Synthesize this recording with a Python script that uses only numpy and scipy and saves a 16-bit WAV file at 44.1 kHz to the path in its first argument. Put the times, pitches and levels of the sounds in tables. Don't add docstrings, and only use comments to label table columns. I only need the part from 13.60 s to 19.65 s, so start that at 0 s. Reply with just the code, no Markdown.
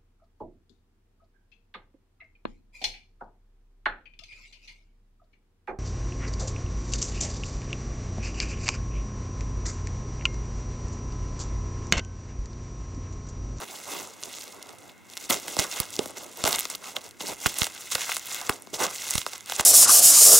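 import sys
import numpy as np
from scipy import signal
from scipy.io import wavfile
from scipy.ndimage import uniform_filter1d

SR = 44100
rng = np.random.default_rng(int(sys.argv[2]) if len(sys.argv) > 2 else 0)


def digitize_waveform(pressure):
    field = np.atleast_2d(pressure).T
    bounded = np.clip(field, -1, 1)
    quanta = np.round(bounded * 32767).astype(np.int16)
    wavfile.write(sys.argv[1], SR, quanta)


def gain_from_db(level_db):
    decades = np.asarray(level_db, float) / 20
    return 10 ** decades


N = 266805

# (frequency [Hz], side against mid [dB])
WIDTH = [(60, 4), (250, -1), (400, -7), (560, -4), (800, -8.5), (1200, -8), (2400, -11.5), (4200, -17),
         (6500, -17), (9000, -9.5), (15000, -5.5)]
# (frequency [Hz], relative level [dB per Hz])
FILM_TONE = [(300, -16.5), (1200, -15), (2200, -1), (4000, -3.5), (6200, -1.5), (9000, -7.5),
             (15000, -15.5)]
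EDGES = 30 * 2 ** np.arange(0, 9.6, .5)
CENTRES = np.sqrt(EDGES[1:] * EDGES[:-1])


def at_hz(points, hz):
    table_hz, table_db = np.transpose(points)
    return np.interp(np.log(hz), np.log(table_hz), table_db)


def drift(rate_hz):
    r = np.exp(-80 * np.pi * rate_hz / SR)
    slow = signal.lfilter([1], [1, -2 * r, r * r], rng.standard_normal(N // 40 + 2002))[2000:]
    return np.interp(np.arange(N) / 40, np.arange(len(slow)), slow / slow.std())


def band(x, low_hz, high_hz):
    sos = signal.butter(2, [low_hz, min(high_hz, .45 * SR)], "band", fs=SR, output="sos")
    return signal.sosfilt(sos, x)


def high_pass(x, hz):
    return signal.sosfilt(signal.butter(2, hz, "high", fs=SR, output="sos"), x)


def hum(patchy_db=1.5, wide_db=1.5):
    # (frequency [Hz], relative level [dB per Hz])
    hum_tone = [(30, -26), (60, -19), (105, 3), (160, -9.5), (220, 5.5), (500, -2.5), (1200, -4),
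                (2150, -3.5), (4000, -17), (15000, -24)]
    hum_db, hiss_db, hiss_hz, hiss_width_hz = -55, -66, 2160, 260
    murmur, white = 0, rng.standard_normal((2, 2, N))
    for k, hz in enumerate(CENTRES):
        gain = gain_from_db(at_hz(hum_tone, hz) + patchy_db * drift(2.9))
        spread = gain_from_db([[0], [at_hz(WIDTH, hz) + wide_db]])
        murmur = murmur + gain * band(white[k % 2], EDGES[k], EDGES[k + 1]) * spread
    hiss = band(rng.standard_normal((2, N)), hiss_hz - hiss_width_hz / 2, hiss_hz + hiss_width_hz / 2)
    hiss_gain = gain_from_db(hiss_db + patchy_db * drift(3.8))
    hiss = hiss_gain * hiss / hiss.std() * gain_from_db([[0], [-7.0]])
    return gain_from_db(hum_db) * murmur / murmur[0].std() + hiss


def hands():
    # (time of height [s], film level [dB], tape and paper level [dB], rise [s], fall [s])
    twists = [(0.029, -41.5, -38, 0.13, 0.019), (0.14, -43, -49.5, 0.22, 0.3),
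              (0.327, -34, -37, 0.093, 0.17), (0.64, -44, -49, 0.062, 0.4), (0.8, -45.5, -68, 0.3, 0.09),
              (1.11, -55, -50, 0.4, 0.13), (1.269, -55, -52, 0.14, 0.062), (1.52, -49.5, -58, 0.045, .2),
              (1.64, -42, -52, 0.096, 0.064), (1.703, -23, -28, 0.0098, 0.069),
              (1.9, -38.5, -43.5, 0.16, 0.44), (1.993, -26.5, -29.5, 0.016, 0.072),
              (2.131, -34, -58, 0.035, 0.11), (2.203, -36.5, -38.5, 0.099, 0.055),
              (2.334, -41, -48.5, 0.045, 0.086), (2.399, -41, -39.5, 0.03, 0.15),
              (2.572, -40, -40.5, 0.014, 0.14), (2.809, -40, -41.5, 0.07, 0.059),
              (2.873, -22.5, -30, 0.023, 0.03), (2.946, -28.5, -36, 0.11, 0.044),
              (3.02, -36.5, -49.5, 0.21, 0.1), (3.105, -35.5, -43.5, 0.013, 0.046),
              (3.149, -42, -43.5, 0.019, 0.013), (3.276, -39, -43.5, 0.085, 0.069),
              (3.364, -41, -37.5, 0.022, 0.038), (3.461, -44, -47, 0.067, 0.032),
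              (3.605, -36, -40.5, 0.01, 0.13), (3.695, -31.5, -35, 0.056, 0.046),
              (3.84, -33.5, -45, 0.06, 0.085), (3.866, -22.5, -28.5, 0.008, 0.011),
              (3.901, -37, -50.5, 0.069, 0.058), (4.018, -28.5, -39, 0.093, 0.067),
              (4.223, -41, -54, 0.24, 0.18), (4.32, -29, -39, 0.011, 0.047), (4.4, -34, -40.5, 0.05, 0.16),
              (4.53, -33, -48, 0.14, 0.072), (4.751, -34, -46, 0.18, 0.16),
              (4.908, -39.5, -38.5, 0.099, 0.079), (5.142, -30.5, -35.5, 0.012, 0.037),
              (5.199, -28.5, -30.5, 0.02, 0.098), (5.239, -26.5, -21.5, 0.038, 0.027),
              (5.33, -42, -55, 0.17, 0.18), (5.52, -33.5, -47, 0.27, 0.11),
              (5.581, -34.5, -61, 0.076, 0.071), (5.671, -39, -53, 0.025, 0.075),
              (5.738, -41, -50.5, 0.031, 0.096), (5.908, -34, -43.5, 0.046, 0.13),
              (6.0, -23, -32, 0.026, 0.012), (6.04, -43, -43, .05, .2)]
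    rest_film_db, rest_tape_db = -65.5, -86
    span_db = 15
    roundness = 1.27
    t = np.arange(0, N + 64, 64) / SR
    s, film_db, tape_db, rise, fall = np.transpose(twists)[..., None]
    before = (s - t) / np.maximum(rise, .005)
    after = (t - s) / np.maximum(fall, .005)
    shape = -span_db * np.where(t < s, before, after) ** roundness
    efforts = []
    for db, rest_db in ((film_db, rest_film_db), (tape_db, rest_tape_db)):
        power = gain_from_db(rest_db) ** 2 + np.sum(gain_from_db(db + shape) ** 2, axis=0)
        efforts.append(np.interp(np.arange(N) / SR, t, 10 * np.log10(power)))
    return efforts


def colours(count, spread_db):
    chance = uniform_filter1d(rng.standard_normal((count, len(CENTRES))), size=3, axis=1)
    return spread_db * np.sqrt(3) * chance


def swarm(per_s, clump_db, clump_hz, size_db, level_db, colour_db):
    fold = int(.015 * SR)
    busy = per_s * gain_from_db(clump_db * drift(clump_hz))
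    at = np.flatnonzero(rng.random(N) < busy / SR)
    size = level_db[at] + size_db * np.minimum(rng.exponential(1, len(at)), 3.5)
    shared = colours(N // fold + 1, 2.5)[at // fold]
    return at, size[:, None] + colours(len(at), colour_db) + shared


def film_rustle(film_db):
    tilt = 0.09
    at, levels = swarm(7000, 1.5, 29.0, 1.73, film_db + 3.5, colour_db=2.5)
    effort = film_db[at, None] - film_db.mean()
    brighter = tilt * effort * np.maximum(np.log2(CENTRES / 6000), 0)
    return at, levels + brighter + at_hz(FILM_TONE, CENTRES)


def film_crackle(film_db):
    follows = 0.74
    level_db = film_db.mean() + follows * (film_db - film_db.mean()) + 8.0
    at, levels = swarm(500, 3.0, 30.0, 3.2, level_db, colour_db=4.5)
    return at, levels + at_hz(FILM_TONE, CENTRES)


def body_tone(at):
    # (time [s], pitch [Hz])
    hollow = [(0.0, 750), (0.32, 640), (1.71, 630), (2.0, 580), (2.2, 1210), (2.39, 436), (2.6, 645),
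              (2.85, 660), (3.05, 900), (3.68, 494), (4.02, 866), (4.35, 1500), (4.5, 1930), (4.9, 840),
              (5.14, 460), (5.21, 815), (5.9, 1600), (6.0, 880)]
    below_db, above_db = 2.5, 5.0
    s, hz = np.transpose(hollow)
    octaves = np.log2(CENTRES / np.interp(at / SR, s, hz)[:, None])
    return -np.where(octaves < 0, below_db, above_db) * octaves ** 2


def tape_creak(tape_db):
    at, levels = swarm(3000, 2.0, 20.0, 1.8, tape_db + 14, colour_db=3.0)
    return at, levels + body_tone(at)


def snaps(gain_db=5.0, below_db=2.0, above_db=13.0, body_db=17.0, fade_db=12.5, cycles=4.3, reach_db=19.0):
    # (time [s], peak level [dB], pitch [Hz], body against peak [dB])
    folds = [(0.6277, -17.5, 5500, -19), (0.6355, -18.5, 5800, -19), (0.785, -21.5, 6560, -21),
             (0.84, -25, 8100, -23), (0.879, -29, 7750, -29), (1.027, -21.5, 5950, -30),
             (1.0921, -25.5, 5460, -0.5), (1.185, -29.5, 6500, -27), (1.279, -38, 6500, -20),
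             (1.296, -30.5, 2840, -22), (1.5, -29.5, 7460, -23), (1.536, -26, 7400, -29),
             (1.5698, -16.5, 6450, -21), (1.5745, -14, 5700, -24), (1.6997, -7.5, 5400, -3),
             (1.706, -12, 7000, -11), (1.742, -5, 3440, -25), (1.881, -10, 4900, -15),
             (1.967, -14, 6000, -5), (1.9898, -1.5, 4630, -16.5), (1.996, -5, 5570, -18),
             (2.1255, -15, 5900, -25), (2.2013, -1.5, 8500, -21.5), (2.2317, -18, 4950, -9.5),
             (2.3046, -26, 6660, -24), (2.3395, -20, 7200, -36), (2.365, -15.5, 6800, -26),
             (2.3913, -6.5, 4510, -8), (2.4583, -17, 8600, -4), (2.507, -27, 7740, -12),
             (2.664, -29, 7540, -20), (2.773, -22.5, 8500, -21), (2.82, -24, 6690, -15),
             (2.8394, -6.5, 5650, -7), (2.8514, -4.5, 5200, -9.5), (2.8575, -8.5, 6000, -1),
             (2.876, -7, 5900, -27), (2.8788, -12, 2980, -15), (2.9087, -11, 5830, -10.5),
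             (2.9284, -5, 6360, -18), (2.9488, -2.5, 5100, -32), (2.959, -11, 8000, -17),
             (2.985, -12, 5760, -8.5), (2.9917, -9, 9550, -30), (2.9978, -6, 9560, -23),
             (3.0074, -12.5, 8060, -17), (3.0537, -11, 4360, -14.5), (3.1006, -14.5, 7040, -9),
             (3.1543, -15, 10800, -16), (3.3632, -22.5, 7760, -11), (3.3654, -9.5, 3600, -18),
             (3.51, -28, 6800, -30), (3.8595, -1.5, 2640, -16.5), (3.8674, -5, 5740, -8.5),
             (3.986, -7, 7950, -25), (4.0179, -5.5, 3360, -34), (4.032, -4, 6950, -20),
             (4.0433, -7.5, 6500, -23), (4.0681, -12, 6070, -12), (4.1491, -25, 11080, -17),
             (4.303, -19, 6250, -28), (4.3154, -16, 7500, -28), (4.3209, -11.5, 6340, -33),
             (4.329, -20, 4020, -20), (4.3497, -13, 6000, -18), (4.3525, -6, 6160, -2.5),
             (4.381, -14.5, 2470, -6), (4.4512, -27, 9000, -30), (4.4934, -10, 2120, -21),
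             (4.5123, -18, 6900, -30), (4.518, -15.5, 1980, -11), (4.5603, -13, 6550, -34),
             (4.5672, -7, 7000, -15), (4.717, -22, 1300, -20), (4.7458, -12, 6840, -37),
             (4.8141, -15.5, 6200, -33), (4.8927, -14, 7500, -30), (4.8941, -1, 2010, -10),
             (4.8961, -6, 6900, -20), (5.022, -25.5, 9540, -16), (5.0715, -27.5, 5500, -4),
             (5.1406, -11.5, 4700, -18), (5.266, -13, 5050, -21), (5.3102, -19, 7000, -17),
             (5.503, -17, 8000, -28), (5.508, -11, 9000, -21), (5.5378, -6, 5960, -24),
             (5.554, -5.5, 6230, -15), (5.579, -6.5, 6030, -24), (5.581, -4.5, 5330, -18),
             (5.616, -15, 4970, -31), (5.6644, -8.5, 3520, -9.5), (5.7338, -16, 5900, -12.5),
             (5.78, -25, 6960, -23), (5.8074, -23.5, 6100, -30), (5.86, -23, 7700, -27),
             (5.8977, -15, 4060, -12), (5.9208, -8, 3200, -10.5), (5.9962, -7.5, 4740, -1.5),
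             (6.009, -6, 6300, -7)]
    s, peak, pitch, body = np.transpose(folds)[..., None]
    octaves = np.log2(CENTRES / pitch)
    narrow = 10 * np.log10(6000 / pitch)
    slope_up = np.minimum(above_db * octaves ** 2, reach_db)
    bright = peak + gain_db + narrow - np.where(octaves < 0, below_db * octaves ** 2, slope_up)
    dull = peak + body + body_db + body_tone(s[:, 0] * SR)
    tone = 10 * np.log10(gain_from_db(bright) ** 2 + gain_from_db(dull) ** 2)
    steps = np.arange(3)
    late = cycles / pitch * steps * rng.uniform(0.65, 2.2, (len(s), 3))
    at = np.clip(((s + late) * SR).astype(int), 0, N - 1)
    uneven = rng.normal(0, 1.5, (len(s), 3, len(CENTRES)))
    levels = tone[:, None] - fade_db * steps[:, None] + uneven
    return at.ravel(), levels.reshape(-1, len(CENTRES))


def crack_sound(at, levels_db):
    crack_ms, ring_ms, ring_db = .2, 5.0, -25
    lean, scatter = -.33, .95
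    out, white = np.zeros((2, N)), rng.choice([-1., 1.], (2, N))
    place = lean + scatter * rng.standard_normal(len(at))
    sign = rng.choice([-1., 1.], len(at))
    fall, linger = np.exp(-1000 / (np.array([crack_ms, ring_ms]) * SR))
    shiver = gain_from_db(ring_db)
    for k, hz in enumerate(CENTRES):
        size = sign * gain_from_db(levels_db[:, k])
        mid = np.bincount(at, size, N)
        side = np.bincount(at, size * place * gain_from_db(at_hz(WIDTH, hz)), N)
        top, bottom = [1 + shiver, -linger - shiver * fall], np.poly([fall, linger])
        bursts = signal.lfilter(top, bottom, np.array([mid, side]) + 1e-12)
        out += band(bursts * white[k % 2], EDGES[k], EDGES[k + 1])
    return out


def room(x):
    t60_s, wall_cut_hz = 0.15, 1200
    out, dull = np.zeros((2, N)), np.exp(-2 * np.pi * wall_cut_hz / SR)
    lags = (rng.uniform(0.008, .022, 10) * SR).astype(int)
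    for k, lag in enumerate(lags):
        loop, gain, state = x.copy(), gain_from_db(-60 * lag / SR / t60_s), [0.]
        for i in range(lag, N, lag):
            back, state = signal.lfilter([gain * (1 - dull)], [1, -dull], loop[i - lag:i], zi=state)
            loop[i:i + lag] += back[:N - i]
        out[k % 2] += (loop - x) * (-1) ** (k // 2)
    return out


def knocks():
    # (time [s], level [dB], pitch [Hz])
    knock_table = [(1.701, -21, 229), (1.74, -36, 201), (2.3926, -9, 424), (2.3922, -15, 800),
                   (4.897, -19, 430), (5.133, -27, 394)]
    die_cycles = 9.1
    out, t = np.zeros(N + SR), np.arange(SR // 10) / SR
    for s, db, hz in knock_table:
        at = int(s * SR)
        out[at:at + len(t)] += gain_from_db(db - 60 * t * hz / die_cycles) * np.sin(2 * np.pi * hz * t)
    return high_pass(out, 170)[:N] * gain_from_db([[0], [-6.0]]) * [[1], [-1]]


def air_pushes(gain_db=14.0, hz=120, width_hz=170):
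    # (time [s], level [dB])
    puffs = [(1.99, -23), (2.202, -25.5), (2.84, -25.5), (3.861, -21), (4.017, -22), (4.352, -35),
             (4.895, -26), (5.553, -23), (5.579, -29), (5.997, -27)]
    alike, lag_ms = .55, 1.2
    s, push_db = np.transpose(puffs)
    clicks = np.bincount((s * SR).astype(int), gain_from_db(push_db + gain_db), N)
    r, w = np.exp(-np.pi * width_hz / SR), 2 * np.pi * hz / SR
    thud = signal.lfilter([0, np.sin(w)], [1, -2 * r * np.cos(w), r * r], clicks + 1e-18)
    thud = high_pass(thud, 45)
    return np.array([-alike * np.roll(thud, int(lag_ms * SR / 1000)), thud])


def scene():
    film_db, tape_db = hands()
    swarms = [film_rustle(film_db), film_crackle(film_db), tape_creak(tape_db), snaps()]
    at = np.concatenate([moments for moments, _ in swarms])
    levels_db = np.concatenate([levels for _, levels in swarms])
    parcel = crack_sound(at, levels_db)
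    echo = gain_from_db(-17) * room(parcel[0]) * gain_from_db([[0], [-9.0]])
    mid, side = parcel + echo + air_pushes() + knocks() + hum()
    return np.array([mid + side, mid - side])


def roll_off(x):
    return signal.sosfilt(signal.butter(12, 16960, fs=SR, output="sos"), x)


def record(dry):
    # (frequency [Hz], width [Hz], gain [dB])
    notches = [(1785, 228, -8.5), (2167, 370, 5), (2343, 205, -14.5), (3071, 53, -19.5), (4610, 1100, -3.5)]
    for hz, width_hz, db in notches:
        w, g = 2 * np.pi * hz / SR, gain_from_db(db / 2)
        a = np.sin(w) * width_hz / hz / 2
        top = [1 + a * g, -2 * np.cos(w), 1 - a * g]
        bottom = [1 + a / g, -2 * np.cos(w), 1 - a / g]
        dry = signal.lfilter(top, bottom, dry)
    rounded = .7 * np.tanh(dry / .7)
    mix = signal.sosfilt(signal.ellip(10, .5, 60, 15800, fs=SR, output="sos"), rounded)
    return roll_off(mix)


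dry = scene()
out = record(dry)
digitize_waveform(out)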